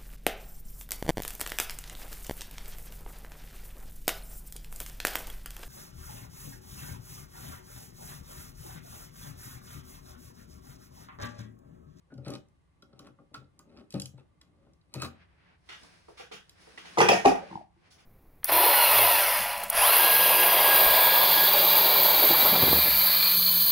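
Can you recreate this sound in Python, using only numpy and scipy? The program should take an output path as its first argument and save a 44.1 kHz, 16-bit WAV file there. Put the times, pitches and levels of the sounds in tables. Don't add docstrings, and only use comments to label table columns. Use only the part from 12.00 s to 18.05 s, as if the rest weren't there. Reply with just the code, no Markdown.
import sys
import numpy as np
from scipy import signal
from scipy.fft import rfft, irfft, next_fast_len
from scipy.io import wavfile

SR = 44100
rng = np.random.default_rng(int(sys.argv[2]) if len(sys.argv) > 2 else 0)


def gain_from_db(level_db):
    decades = np.asarray(level_db, float) / 20
    return 10 ** decades


def unload_audio(sound):
    columns = np.transpose(np.atleast_2d(sound))
    steps = np.round(np.clip(columns, -1, 1) * 32767)
    wavfile.write(sys.argv[1], SR, steps.astype(np.int16))


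N = 266893

# pitch_hz, level_db, t60_s
TOOL_MODES = [(1870, -54, 0.065), (2562, -5, 0.091), (3300, 9, 0.035), (3916, 16.5, 0.018),
              (4320, -5, 0.06), (4306, 20, 0.0086), (5170, 13, 0.02), (8370, 21, 0.0093), (8900, 6, 0.0069),
              (10850, 0, 0.015)]
# pitch_hz, level_db, t60_s
BOX_MODES = [(1112, 9.5, 0.12), (1227, 14, 0.15), (1365, 17, 0.026), (1510, 8.5, 0.11), (1926, -11.5, 0.1)]
# pitch_hz, level_db, t60_s
BASE_MODES = [(134.5, -4.5, 0.034), (192, -2, 0.037), (290, -6.5, 0.032), (344, -6, 0.091)]
# freq_hz, density_db_per_hz
CRACK_SPECTRUM = [(1760, -34), (3600, -5.5), (5220, -0.5), (7240, -11.5), (9760, -7.5), (11700, -21),
                  (12150, -23), (13400, -23), (13900, -23.5), (15800, -21.5), (16400, -55)]
NEAR_LAG, FAR_LAG = -4, 11


def terminals():
    return placed(ticks() + box_knocks() + rubbing(), NEAR_LAG, 0.075, wet_db=-7.5)


def ticks():
    # start_s, tool_ring_db, snap_above_ring_db
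    contacts = [(0.14, -60, 0), (0.179, -58.5, -3), (0.248, -50, -27), (0.2612, -45, -26),
                (0.283, -46.5, 4), (0.304, -46, 6.5), (0.337, -40.5, -2), (0.352, -40.5, -5),
                (0.4864, -99, 32), (0.823, -51.5, -3.5), (0.93, -61, -25), (0.9922, -45.5, 0),
                (1.071, -58, 1), (1.343, -37, -7), (1.443, -67, -24), (1.592, -53, 6.5), (1.772, -50, -20),
                (1.906, -50.5, 6.5), (1.924, -47.5, 2.5), (1.9405, -37.5, -5), (1.999, -34, 4.5),
                (2.0188, -37.5, 2), (2.0575, -40, 6), (2.183, -78, -17), (2.414, -52.5, 0),
                (2.735, -68, 5.5), (2.813, -65, -22), (2.94, -35.5, 2.5), (3.0202, -29.5, 1.5),
                (3.0461, -50, -16)]
    # start_s, tool_ring_db, snap_above_ring_db
    jingles = [
        (3.834, -51.5, 1),
        (4.4945, -47.5, 0),
    ]
    # freq_hz, density_db_per_hz
    snap_spectrum = [(3240, -17), (5500, 6.5), (9920, 7.5), (11300, 1.5), (12300, 10), (13500, -11),
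                     (15000, 4), (16000, -44), (16400, -66)]
    s, ring_db, snap_db = np.transpose(contacts + jingles)
    chatter_ms = np.full(len(s), 2.2)
    shank = varied(TOOL_MODES[:7], len(s), spread_db=0.0)

    def tool(force, k):
        rattle = band(band(force, 2830, 5040), 1700, 8800)
        return body(force, shank[k]) + 2.0 * rattle

    ring = hits(s, ring_db + 3.0, chatter_ms, tool, strike=0.84)
    snap = hits(s, ring_db + snap_db + 11.5, chatter_ms, lambda f, k: f, strike=4.8)
    return ring + coloured(snap, snap_spectrum)


def box_knocks():
    # start_s, level_db, spot_pitch_hz
    knocks = [(0.11, -63, 1520), (0.18, -57, 1330), (0.259, -49, 1360), (0.3033, -48, 1130),
              (0.3375, -67, 1115), (0.3517, -48.5, 1110), (0.823, -50.5, 1400), (0.927, -59, 1360),
              (0.994, -46, 1200), (1.0715, -50, 1100), (1.1855, -53.5, 1185), (1.3442, -35, 1330),
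              (1.5944, -47.5, 1190), (1.7737, -59, 1340), (1.9418, -50, 1200), (2.0211, -64, 1630),
              (2.1808, -54, 900), (2.411, -54.5, 2000), (2.668, -63, 1050), (2.9415, -42, 970),
              (3.02, -28.5, 1340), (3.045, -35, 1170), (3.837, -53, 1070), (4.7745, -35.5, 1950),
              (2.984, -50, 2560)]
    s, level_db, spot_hz = np.transpose(knocks)

    def steel(force, k):
        spot = body(force, [(spot_hz[k], 0, 0.024)])
        return spot + 0.54 * body(force, BOX_MODES) + 0.11 * band(force, 940, 3100)

    return hits(s + 0.0014, level_db - 0.5, np.full(len(s), 5.0), steel, strike=1.4)


def rubbing():
    # freq_hz, density_db_per_hz
    scratch_spectrum = [(1060, -57), (1800, 9), (2530, 9.5), (3440, -41), (3950, -3.5), (6810, -17.5),
                        (10500, -7), (15400, -15), (16400, -40.5)]
    # start_s, end_s, pitch_hz, level_db,
    # t60_s
    drags = [(0.097, 0.135, 1490, -50, 0.03), (0.262, 0.29, 2520, -52, 0.03),
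             (1.346, 1.42, 3800, -58, 0.01), (1.943, 1.965, 3700, -51, 0.02),
             (1.943, 1.965, 2700, -54, 0.02), (2.179, 2.21, 3650, -57, 0.02),
             (2.179, 2.205, 2650, -60, 0.02), (2.983, 3.068, 2530, -47, 0.035),
             (3.2, 3.25, 3250, -70, 0.03), (3.415, 3.47, 2050, -63, 0.008), (3.42, 3.5, 3500, -68, 0.01),
             (3.49, 3.58, 1620, -67, 0.02)]
    steeper = 2.1
    coarse, fine = grit(900, 4.5), grit(1400, 5.5)
    box = body(coarse, BOX_MODES) + 2.32 * band(coarse, 330, 3400)
    rub = gain_from_db(-3.5) * strokes(0.37, steeper) * box
    edge = coloured(fine + 4.6 * body(fine, TOOL_MODES), scratch_spectrum)
    scratch = gain_from_db(-13.5) * strokes(0.57, steeper) * edge
    t, squeal = np.arange(N) / SR, 0
    for start, end, hz, level_db, t60 in drags:
        grip = np.clip(np.minimum(t - start, end - t) / 0.0055, 0, 1)
        squeal = squeal + gain_from_db(level_db) * body(np.tanh(fine) * grip, [(hz, 0, t60)])
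    return rub + scratch + squeal


def strokes(edge_share, steeper):
    # peak_s, panel_db, scratch_above_panel_db, rise_s, fall_s
    rubs = [(0.125, -56, -42, 0.082, 0.1), (0.268, -48.5, -7, 0.086, 0.28), (0.349, -41, -21.5, 0.23, 0.09),
            (0.834, -67, -19, 0.019, 0.062), (1.074, -51.5, -28.5, 0.37, 0.074),
            (1.2, -51, -70, 0.022, 0.083), (1.345, -49.5, -7.5, 0.027, 0.17), (1.6, -57, -47, 0.058, 0.33),
            (1.796, -48, -36, 0.31, 0.15), (1.7, -70, 0, 0.03, 0.039), (1.775, -70, -10, 0.035, 0.16),
            (1.825, -68, -16, 0.34, 0.036), (1.946, -39.5, -20, 0.011, 0.1), (1.914, -74.5, 26, 0.01, 0.3),
            (1.965, -62.5, 19.5, 0.12, 0.13), (2.04, -63, -22, 0.13, 0.31),
            (2.18, -52.5, -19.5, 0.015, 0.12), (2.412, -72, -2, 0.025, 0.32), (2.682, -62, -45, 0.76, 0.17),
            (2.951, -42.5, -8, 0.035, 0.095), (3.05, -47, 19, 0.2, 0.076)]
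    swing_db, rounding = 30, 1.13
    s, level_db, edge_db, rise, fall = np.transpose(rubs)[:, :, None]
    coarse_steps = np.arange(0, N, 32)
    late = coarse_steps / SR - s
    away = np.maximum(-late / np.clip(rise, .005, 2), late / np.clip(fall, .005, 2))
    fade_db = swing_db * steeper * away ** rounding
    gain = gain_from_db(level_db + edge_share * edge_db - fade_db).max(axis=0)
    return np.interp(np.arange(N), coarse_steps, gain)


def panel():
    # start_s, drum_db, rib_db, push_ms
    tugs = [(0.121, -65, -47.5, 16), (0.157, -52, -73, 15), (0.181, -51, -47.5, 23),
            (0.268, -45.5, -35, 27), (0.297, -58, -34.5, 14), (0.332, -50, -69, 7.3),
            (0.827, -76, -54.5, 12), (0.934, -67, -55, 18), (1, -67.5, -52, 5.5), (1.099, -66.5, -55, 6.7),
            (1.191, -71, -74, 15), (1.315, -70, -55.5, 8.7), (1.373, -56.5, -80, 13),
            (1.417, -67, -53.5, 15), (1.942, -42.5, -30.5, 14.3), (2.031, -51, -58, 8.1),
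            (2.141, -53.5, -56.5, 10), (2.666, -70, -60, 2.5), (2.959, -42.5, -37, 14),
            (3.028, -51.5, -38, 32.6)]
    # pitch_hz, level_db, t60_s
    skin_modes = [(132.3, 3.5, 0.23), (124, 2.5, 0.077), (87, -19.5, 0.7), (193, 2, 0.011),
                  (189.7, -8.5, 0.032)]
    # pitch_hz, level_db, t60_s
    rib_modes = [(228, 7, 0.075), (290.7, 2.5, 0.19), (361, 9, 0.031), (495, -7.5, 0.3), (553.8, 1, 0.13),
                 (700, 2.5, 0.014), (775.4, -8.5, 0.13), (890, -14.5, 0.12)]
    s, drum_db, rib_db, ms = np.transpose(tugs)
    skin = hits(s - .003, drum_db + 10.5, ms, lambda f, k: body(f, skin_modes), strike=52.0, rise_ms=3.9)
    ribs = hits(s, rib_db + 4.0, ms, lambda f, k: body(f, rib_modes), strike=4.3, rise_ms=10.3)
    rub = gain_from_db(-4) * strokes(0, 1) * body(grit(700, 2), rib_modes)
    return placed(band(skin + ribs + rub, 39, 1500), NEAR_LAG, 4.6, wet_db=-6)


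def bows():
    # start_s, level_db, pitch_hz, push_ms
    pulls = [
        (0.121, -43.5, 242, 10),
        (0.265, -39, 171, 9.1),
        (1.943, -31, 184.7, 12),
        (2.956, -45, 178, 8),
        (0.124, -56, 527, 10),
        (0.14, -50, 249, 14),
        (0.185, -57, 540, 12),
        (1.962, -36, 184, 13),
    ]
    # start_s, level_db, pitch_hz,
    # chatter_ms
    pings = [(0.352, -42, 3970, 3), (1.3435, -52, 15000, 1), (1.999, -42, 4700, 3), (2.0203, -32, 4800, 2),
             (2.019, -31, 8000, 1.5), (2.059, -45, 3100, 3), (2.413, -58, 5000, .8), (2.94, -54, 15000, 1),
             (3.0205, -37, 14900, 1.5), (3.021, -36.5, 1330, 4.4), (4.776, -47, 2100, 6),
             (4.78, -41, 2830, 6.6)]
    s, level_db, pull_hz, ms = np.transpose(pulls)
    low = hits(s, level_db, ms, lambda f, k: around(f, pull_hz[k], 0.16), strike=13.0, rise_ms=2.3)
    s, level_db, ping_hz, ms = np.transpose(pings)
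    tips = hits(s, level_db, ms, lambda f, k: around(f, ping_hz[k], .1), strike=3.8)
    return placed(low + tips, NEAR_LAG, 2.8, wet_db=-11.5)


def tray():
    # start_s, wall_blow_db, metal_above_blow_db, rattle_ms, struck_spot_hz
    drops = [(4.973, -12.5, -26, 24, 831), (4.983, -16.5, -8, 8, 453), (5.004, -6, -16, 5.6, 881),
             (5.012, -12.5, -10, 5.6, 438), (5.029, -21.5, -8.5, 60, 970), (5.051, -25, -8.5, 7.3, 450),
             (5.086, -12, -3, 6.4, 810), (5.095, -7.5, -21, 4.5, 665), (5.117, -12, -15.5, 11, 561),
             (5.131, -15, -12.5, 18, 666.6), (5.16, -24, -10.5, 45, 710), (5.247, -23, -16.5, 6.1, 810),
             (5.2525, -6.5, -22, 3.4, 758), (5.259, -3, -16.5, 1.8, 611), (5.276, -16, -14, 20, 794),
             (5.316, -18.5, -19, 8, 603), (5.352, -23.5, -20.5, 18, 760)]
    # pitch_hz, level_db, t60_s
    wall_modes = [(437, 3.5, 0.03), (450, -1, 0.08), (551, -6, 0.036), (660, -2, 0.016), (737, 1.5, 0.028),
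                  (800, -1, 0.027), (879, -5, 0.03), (961, -2, 0.065), (983, -1, 0.026),
                  (1130, -4.5, 0.091), (1215, 3.5, .04)]
    # pitch_hz, level_db, t60_s
    clank_modes = [(1726, -3, 0.0063), (1942, 3, 0.06), (2400, 7.5, 0.015), (2470, -3.5, 0.031),
                   (2780, -15, 0.004), (3600, 3.5, 0.0064), (5050, -10, 0.012), (5750, -0.5, 0.012),
                   (6050, -3, 0.01)]
    landings = [0, 5.084, 5.244, 7]
    s, wall_db, metal_db, ms, spot_hz = np.transpose(drops)
    thump_db = wall_db - 9.5 - 31 * (s - s[0])
    clank_db = wall_db + metal_db
    walls = []
    for modes, spot in zip(varied(wall_modes, len(s), spread_db=5.5), spot_hz):
        walls.append([(hz, db - 32.5 * np.log2(hz / spot) ** 2, t60) for hz, db, t60 in modes])
    tools = []
    for modes in varied(clank_modes, len(s), spread_db=3.0):
        tools.append([(hz * (1 + 0.05 * np.tanh(db - plain[1])), db, t60)
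                      for (hz, db, t60), plain in zip(modes, clank_modes)])

    def wall(force, k):
        return band(body(force, walls[k]), 340, 1300) + 2.5 * around(force, spot_hz[k], 0.38)

    def metal(force, k):
        return 0.35 * body(force, tools[k]) + band(force, 800, 3300)

    low = hits(s - .001, wall_db - 0.26, ms / 2, wall, strike=17.0, rise_ms=0.47)
    low += hits(s + 0.0032, thump_db, ms, lambda f, k: body(f, BASE_MODES), strike=4.1)
    low = band(band(low, 80, 7600), 88, 7600)
    clank = hits(s, clank_db + 6.0, ms, metal, rise_ms=1.0, strike=0.46)
    crack = hits(s, clank_db + 3, ms, lambda f, k: f, rise_ms=0.35, strike=0.76)
    bright = clank + coloured(crack, CRACK_SPECTRUM)
    out, t = 0, np.arange(N) / SR
    for start, end in zip(landings, landings[1:]):
        on = (t >= start) & (t < end)
        out = out + placed(low * on, FAR_LAG, 2.6, wet_db=-1.7)
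        out = out + placed(bright * on, FAR_LAG, -7.0, wet_db=0.7)
    return out


def handle_rocks():
    # start_s, knock_db, thump_db, contact_ms, pitch_hz
    rocks = [
        (5.501, -44, -49, 4, 820),
        (5.511, -38.5, -38.5, 1.7, 967),
        (5.526, -33.5, -40.5, 2.0, 855),
        (5.538, -44, -42, 2, 860),
        (5.5535, -26.5, -32.5, 1.5, 876),
        (5.573, -31, -64, 8, 832),
        (5.591, -43, -48, 4.9, 801),
        (5.61, -40, -49.5, 4, 677),
        (5.759, -65, -58.5, 11, 800),
    ]
    s, knock_db, thump_db, ms, rim_hz = np.transpose(rocks)

    def base(force, k):
        return band(body(force, BASE_MODES[1:]), 106.6, 510)

    knock = hits(s, knock_db + 0.1, ms, lambda f, k: around(f, rim_hz[k], 0.2), strike=6.3, rise_ms=1.95)
    thump = hits(s, thump_db, ms, base, strike=1.33, rise_ms=2.5)
    return placed(knock + thump, FAR_LAG, 0.26, wet_db=-9)


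def clashes():
    # start_s, level_db, pitch_hz, rattle_ms
    clicks = [(4.985, -27, 6130, 5.7), (5.005, -22.5, 2030, 5), (5.016, -18, 1850, 7.2),
              (5.03, -27, 2526, 6.7), (5.085, -17.5, 2430, 6.4), (5.086, -14.5, 1920, 6),
              (5.086, -22.5, 5436, 5.6), (5.112, -23, 5170, 13), (5.148, -25.5, 2330, 12),
              (5.186, -32.5, 2324, 13), (5.256, -27.5, 2850, 3.9), (5.257, -29.5, 6240, 2.3),
              (4.977, -19.5, 798, 10), (5.003, -10.5, 872, 1.5), (5.014, -22, 1513, 8.5),
              (5.0874, -34.5, 14800, 2), (5.259, -20.5, 282, 6.8), (5.41, -40, 559, 33)]
    # start_s, level_db, length_ms
    tray_jolt = (5.256, -27.5, 2.5)
    s, level_db, hz, ms = np.transpose(clicks)
    steel = hits(s, level_db, ms, lambda f, k: around(f, hz[k], .14), strike=3.0)
    jolt = hits(*np.transpose([tray_jolt]), lambda f, k: band(f, 25, 210), strike=20.5)
    return placed(steel + jolt, FAR_LAG, -1.5, wet_db=-2.0)


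def shoes():
    # start_s, grit_db, hiss_above_grit_db, sole_db, rise_ms
    scuffs = [(3.6884, -39.5, -39, -61.5, 1.4), (3.7217, -44.5, -35, -67, 1.4), (4.0839, -72, 14, -51, 1.4),
              (4.17, -45, -3.5, -66, 30), (4.198, -53, -9, -49, 12), (4.313, -41, -4.5, -50, 14),
              (4.6, -59, 6, -94, 8), (4.67, -61.5, -4, -57.5, 4), (4.7747, -43, -8, -55, 1.4),
              (4.8481, -46, -2.5, -55.5, 8), (5.903, -59.5, 9, -79, 8), (5.98, -59.5, 2, -70.5, 8)]
    # start_s, level_db
    treads = [
        (3.717, -72),
        (4.321, -57),
        (4.8522, -75),
    ]
    s, grit_db, hiss_db, sole_db, rise = np.transpose(scuffs)
    slide_ms, sole_ms = np.full(len(s), 27.0), np.full(len(s), 7.9)

    def sole(force, k):
        return band(force, 290, 880) + 0.19 * body(force, [(505.0, 0, 0.049)])

    dull = hits(s, sole_db + 11.0, sole_ms, sole)
    bright = hits(s, grit_db + 5.0, slide_ms, lambda f, k: band(f, 1100, 3700), strike=0.05, rise_ms=rise)
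    hiss = hits(s, grit_db + hiss_db + 3.5, slide_ms, lambda f, k: f, strike=0.05, rise_ms=rise)
    s, tread_db = np.transpose(treads)
    rung = hits(s, tread_db + 3.0, slide_ms, lambda f, k: band(f, 62, 200))
    return placed(dull + rung + bright + coloured(hiss, CRACK_SPECTRUM), 40, -1.8, wet_db=1.0)


def shuffle():
    # time_s, effort_db
    sleeves = [
        (3.1, -63),
        (3.196, -66),
        (3.32, -72),
        (3.4, -68),
        (3.47, -65.5),
        (3.56, -70.5),
        (3.68, -113),
    ]
    # time_s, effort_db
    stepping = [
        (3.58, -89),
        (3.68, -68),
        (3.72, -68.5),
        (3.846, -59.5),
        (4.072, -71),
        (4.24, -70),
        (4.42, -75.5),
        (4.654, -64),
        (4.99, -55.5),
    ]
    # time_s, level_db
    tray_fade = [
        (5.381, -53.5),
        (5.46, -58),
        (5.56, -58.5),
        (5.62, -66),
        (5.7, -87),
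        (5.869, -68),
        (5.93, -71.5),
        (6.05, -71),
    ]
    # freq_hz, density_db_per_hz
    cloth_spectrum = [(410, -49), (700, -25), (1200, -4.5), (1600, 2), (2400, -0.5), (3600, -10.5),
                      (5000, -14.5), (7000, -30), (9900, -80.5)]
    # freq_hz, density_db_per_hz
    creak_spectrum = [(82, -64), (140, -28), (172, 0), (205, -8), (296, -8), (524, -9.5), (1100, -14),
                      (1430, -39), (2420, -120)]
    # centre_s, half_length_s, top_hz, level_db
    sole_squeak = (4.63, .05, 11200, -80)
    arms, feet, fading = [gain_from_db(in_time(rows)[0]) for rows in (sleeves, stepping, tray_fade)]
    rustle = diffuse(N) + 0.016 * grit(970, spread_db=24.0)
    creak = flutter(25, 1.5) * coloured(rustle, creak_spectrum)
    cloth = flutter(22, 2.5) * coloured(rustle, cloth_spectrum)
    hiss = flutter(30, 1) * coloured(rustle, CRACK_SPECTRUM)
    moving = arms * (cloth + gain_from_db(-2.5) * creak)
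    moving += feet * (cloth + gain_from_db(-1.0) * creak + gain_from_db(-4.0) * hiss)
    moving += fading * (cloth + gain_from_db(2.0) * creak + gain_from_db(-12.0) * hiss)
    s, half, top_hz, level_db = sole_squeak
    late = np.arange(N) / SR - s
    pitch_hz = top_hz - 1.2e5 * late ** 2 + 60 * rustle[0]
    phase = 2 * np.pi * np.cumsum(pitch_hz) / SR
    squeak = np.exp(-(late / half) ** 2) * (np.sin(phase) + np.sin(0.925 * phase))
    return moving + gain_from_db(level_db) * squeak


def air():
    # freq_hz, density_db_per_hz
    air_spectrum = [(12, -56.5), (20, -31), (65, 1.5), (158, -7.5), (228, -16.5), (301, -11.5),
                    (422, -19.5), (1190, -22.5), (1760, -27.5), (2140, -27.5), (7110, -41), (9670, -39.5),
                    (11100, -46), (12100, -48), (16000, -64)]
    # pitch_hz, level_db, t60_s
    whines = [(178, -74, .15), (1190, -86, .06), (2140, -92, .06)]
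    noise = diffuse(N)
    tones = 0
    for hz, level_db, t60 in whines:
        tones = tones + gain_from_db(level_db) * rms_one(body(noise, [(hz, 0, t60)]))
    return gain_from_db(-68) * coloured(noise, air_spectrum) + tones


def hits(times, peak_db, ms, voice, strike=1.9, rise_ms=0.51):
    size = 16384
    out, t = np.zeros(N + size), 1000 * np.arange(size) / SR
    rise_ms = np.clip(rise_ms * np.ones(len(times)), .1, 60)
    for k, draw in enumerate(rng.standard_normal((len(times), 2, size))):
        swell = 1 - np.exp(-t / rise_ms[k])
        force = draw[0] * draw[1] * np.exp(-t / np.clip(ms[k], .3, 90)) * swell
        force[:8] += strike * np.hanning(8)
        sound = voice(force, k)
        out[round(times[k] * SR):][:size] += gain_from_db(peak_db[k]) * sound / np.abs(sound).max()
    return out[:N]


def body(force, modes):
    out, power = 0, 0
    for k, (hz, level_db, t60) in enumerate(modes):
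        r, w = gain_from_db(-60 / (t60 * SR)), 2 * np.pi * hz / SR
        ring = signal.lfilter([0, np.sin(w)], [1, -2 * r * np.cos(w), r * r], force + 1e-18)
        out = out + (-1) ** k * gain_from_db(level_db) * ring
        power += gain_from_db(level_db) ** 2 / (4 * (1 - r))
    return out / np.sqrt(power)


def varied(modes, count, spread_db):
    shifts = spread_db * rng.standard_normal((count, len(modes)))
    return [[(hz, level_db + d, t60) for (hz, level_db, t60), d in zip(modes, row)] for row in shifts]


def grit(per_s, spread_db):
    sizes = gain_from_db(spread_db * np.minimum(rng.exponential(1, N), 4)) * rng.choice([-1, 1], N)
    return rms_one(sizes * (rng.random(N) < per_s / SR))


def flutter(rate, depth_db):
    steps = rng.standard_normal(int(rate * N / SR) + 2)
    return gain_from_db(depth_db * np.interp(np.arange(N) * rate / SR, np.arange(len(steps)), steps))


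def in_time(rows):
    s, *columns = np.transpose(rows)
    return [np.interp(np.arange(N) / SR, s, c, -150, -150) for c in columns]


def around(x, hz, octaves):
    low_hz, high_hz = hz / 2 ** octaves, hz * 2 ** octaves
    return band(band(x, low_hz, high_hz), low_hz, high_hz)


def band(x, low_hz, high_hz):
    return signal.sosfilt(signal.butter(2, [low_hz, high_hz], "band", fs=SR, output="sos"), x)


def rms_one(x):
    return x / np.sqrt(np.mean(x ** 2) + 1e-20)


def at_hz(points, hz):
    return np.interp(np.log(hz + 1), np.log(np.array(points)[:, 0]), np.array(points)[:, 1])


def shaped(x, gain):
    size = next_fast_len(N, True)
    return irfft(rfft(x, size) * gain(np.fft.rfftfreq(size, 1 / SR)), size)[..., :N]


def coloured(x, spectrum):
    return shaped(x, lambda hz: rms_one(gain_from_db(at_hz(spectrum, hz))))


def placed(x, lag, pan_db, wet_db):
    direct = np.array([np.roll(x, lag) * gain_from_db(pan_db / 2), x * gain_from_db(-pan_db / 2)])
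    return direct + gain_from_db(wet_db) * room(x)


def room(x):
    # freq_hz, t60_s
    room_t60 = [(100, 0.33), (400, 0.27), (1500, 0.26), (5000, 0.2), (12000, 0.17)]
    size = 32768
    t, noise = np.arange(size) / SR, diffuse(size)
    tail = 0
    for hz in 45 * 2. ** np.arange(9):
        octave = band(noise, hz / 2 ** .5, hz * 2 ** .5)
        tail = tail + octave * gain_from_db(-60 * t / at_hz(room_t60, hz))
    tail = tail * (1 - np.exp(-t / .005))
    return signal.fftconvolve(x[None], tail / np.sqrt(np.sum(tail ** 2) / 2))[:, :N]


def diffuse(length):
    # freq_hz, left_right_likeness
    likeness = [(60, 1), (200, 0.28), (500, -0.075), (2000, 0.13), (5000, -0.024), (9000, 0.91)]
    size = next_fast_len(length, True)
    alike = np.clip(at_hz(likeness, np.fft.rfftfreq(size, 1 / SR)), -1, 1)
    mid, side = rfft(rng.standard_normal((2, length)), size)
    both = np.sqrt(.5 + alike / 2) * mid + np.sqrt(.5 - alike / 2) * side * [[1], [-1]]
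    return irfft(both, size)[:, :length]


def scene():
    work = terminals() + panel() + bows()
    tools_away = tray() + handle_rocks() + clashes()
    return work + tools_away + shoes() + shuffle() + air()


def roll_off(x):
    return signal.sosfilt(signal.butter(12, 16300, fs=SR, output="sos"), x)


def record(dry):
    # freq_hz, gain_db
    mid_gain = [(11500, -0.5), (12000, -26.5), (13300, -26.5), (13800, -4), (16000, 1), (16300, -43)]
    # freq_hz, gain_db
    side_gain = [(8200, 0), (8600, -35), (10500, -28.5), (11000, 9.5), (13900, 7.5), (14600, -21.5),
                 (15800, -32), (16200, -54.5)]
    left, right = 1.245 * np.tanh(dry / 1.328)
    mid = shaped((left + right) / 2, lambda hz: gain_from_db(at_hz(mid_gain, hz)))
    side = shaped((left - right) / 2, lambda hz: gain_from_db(at_hz(side_gain, hz)))
    return roll_off(np.array([mid + side, mid - side]))


dry = scene()
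out = record(dry)
unload_audio(out)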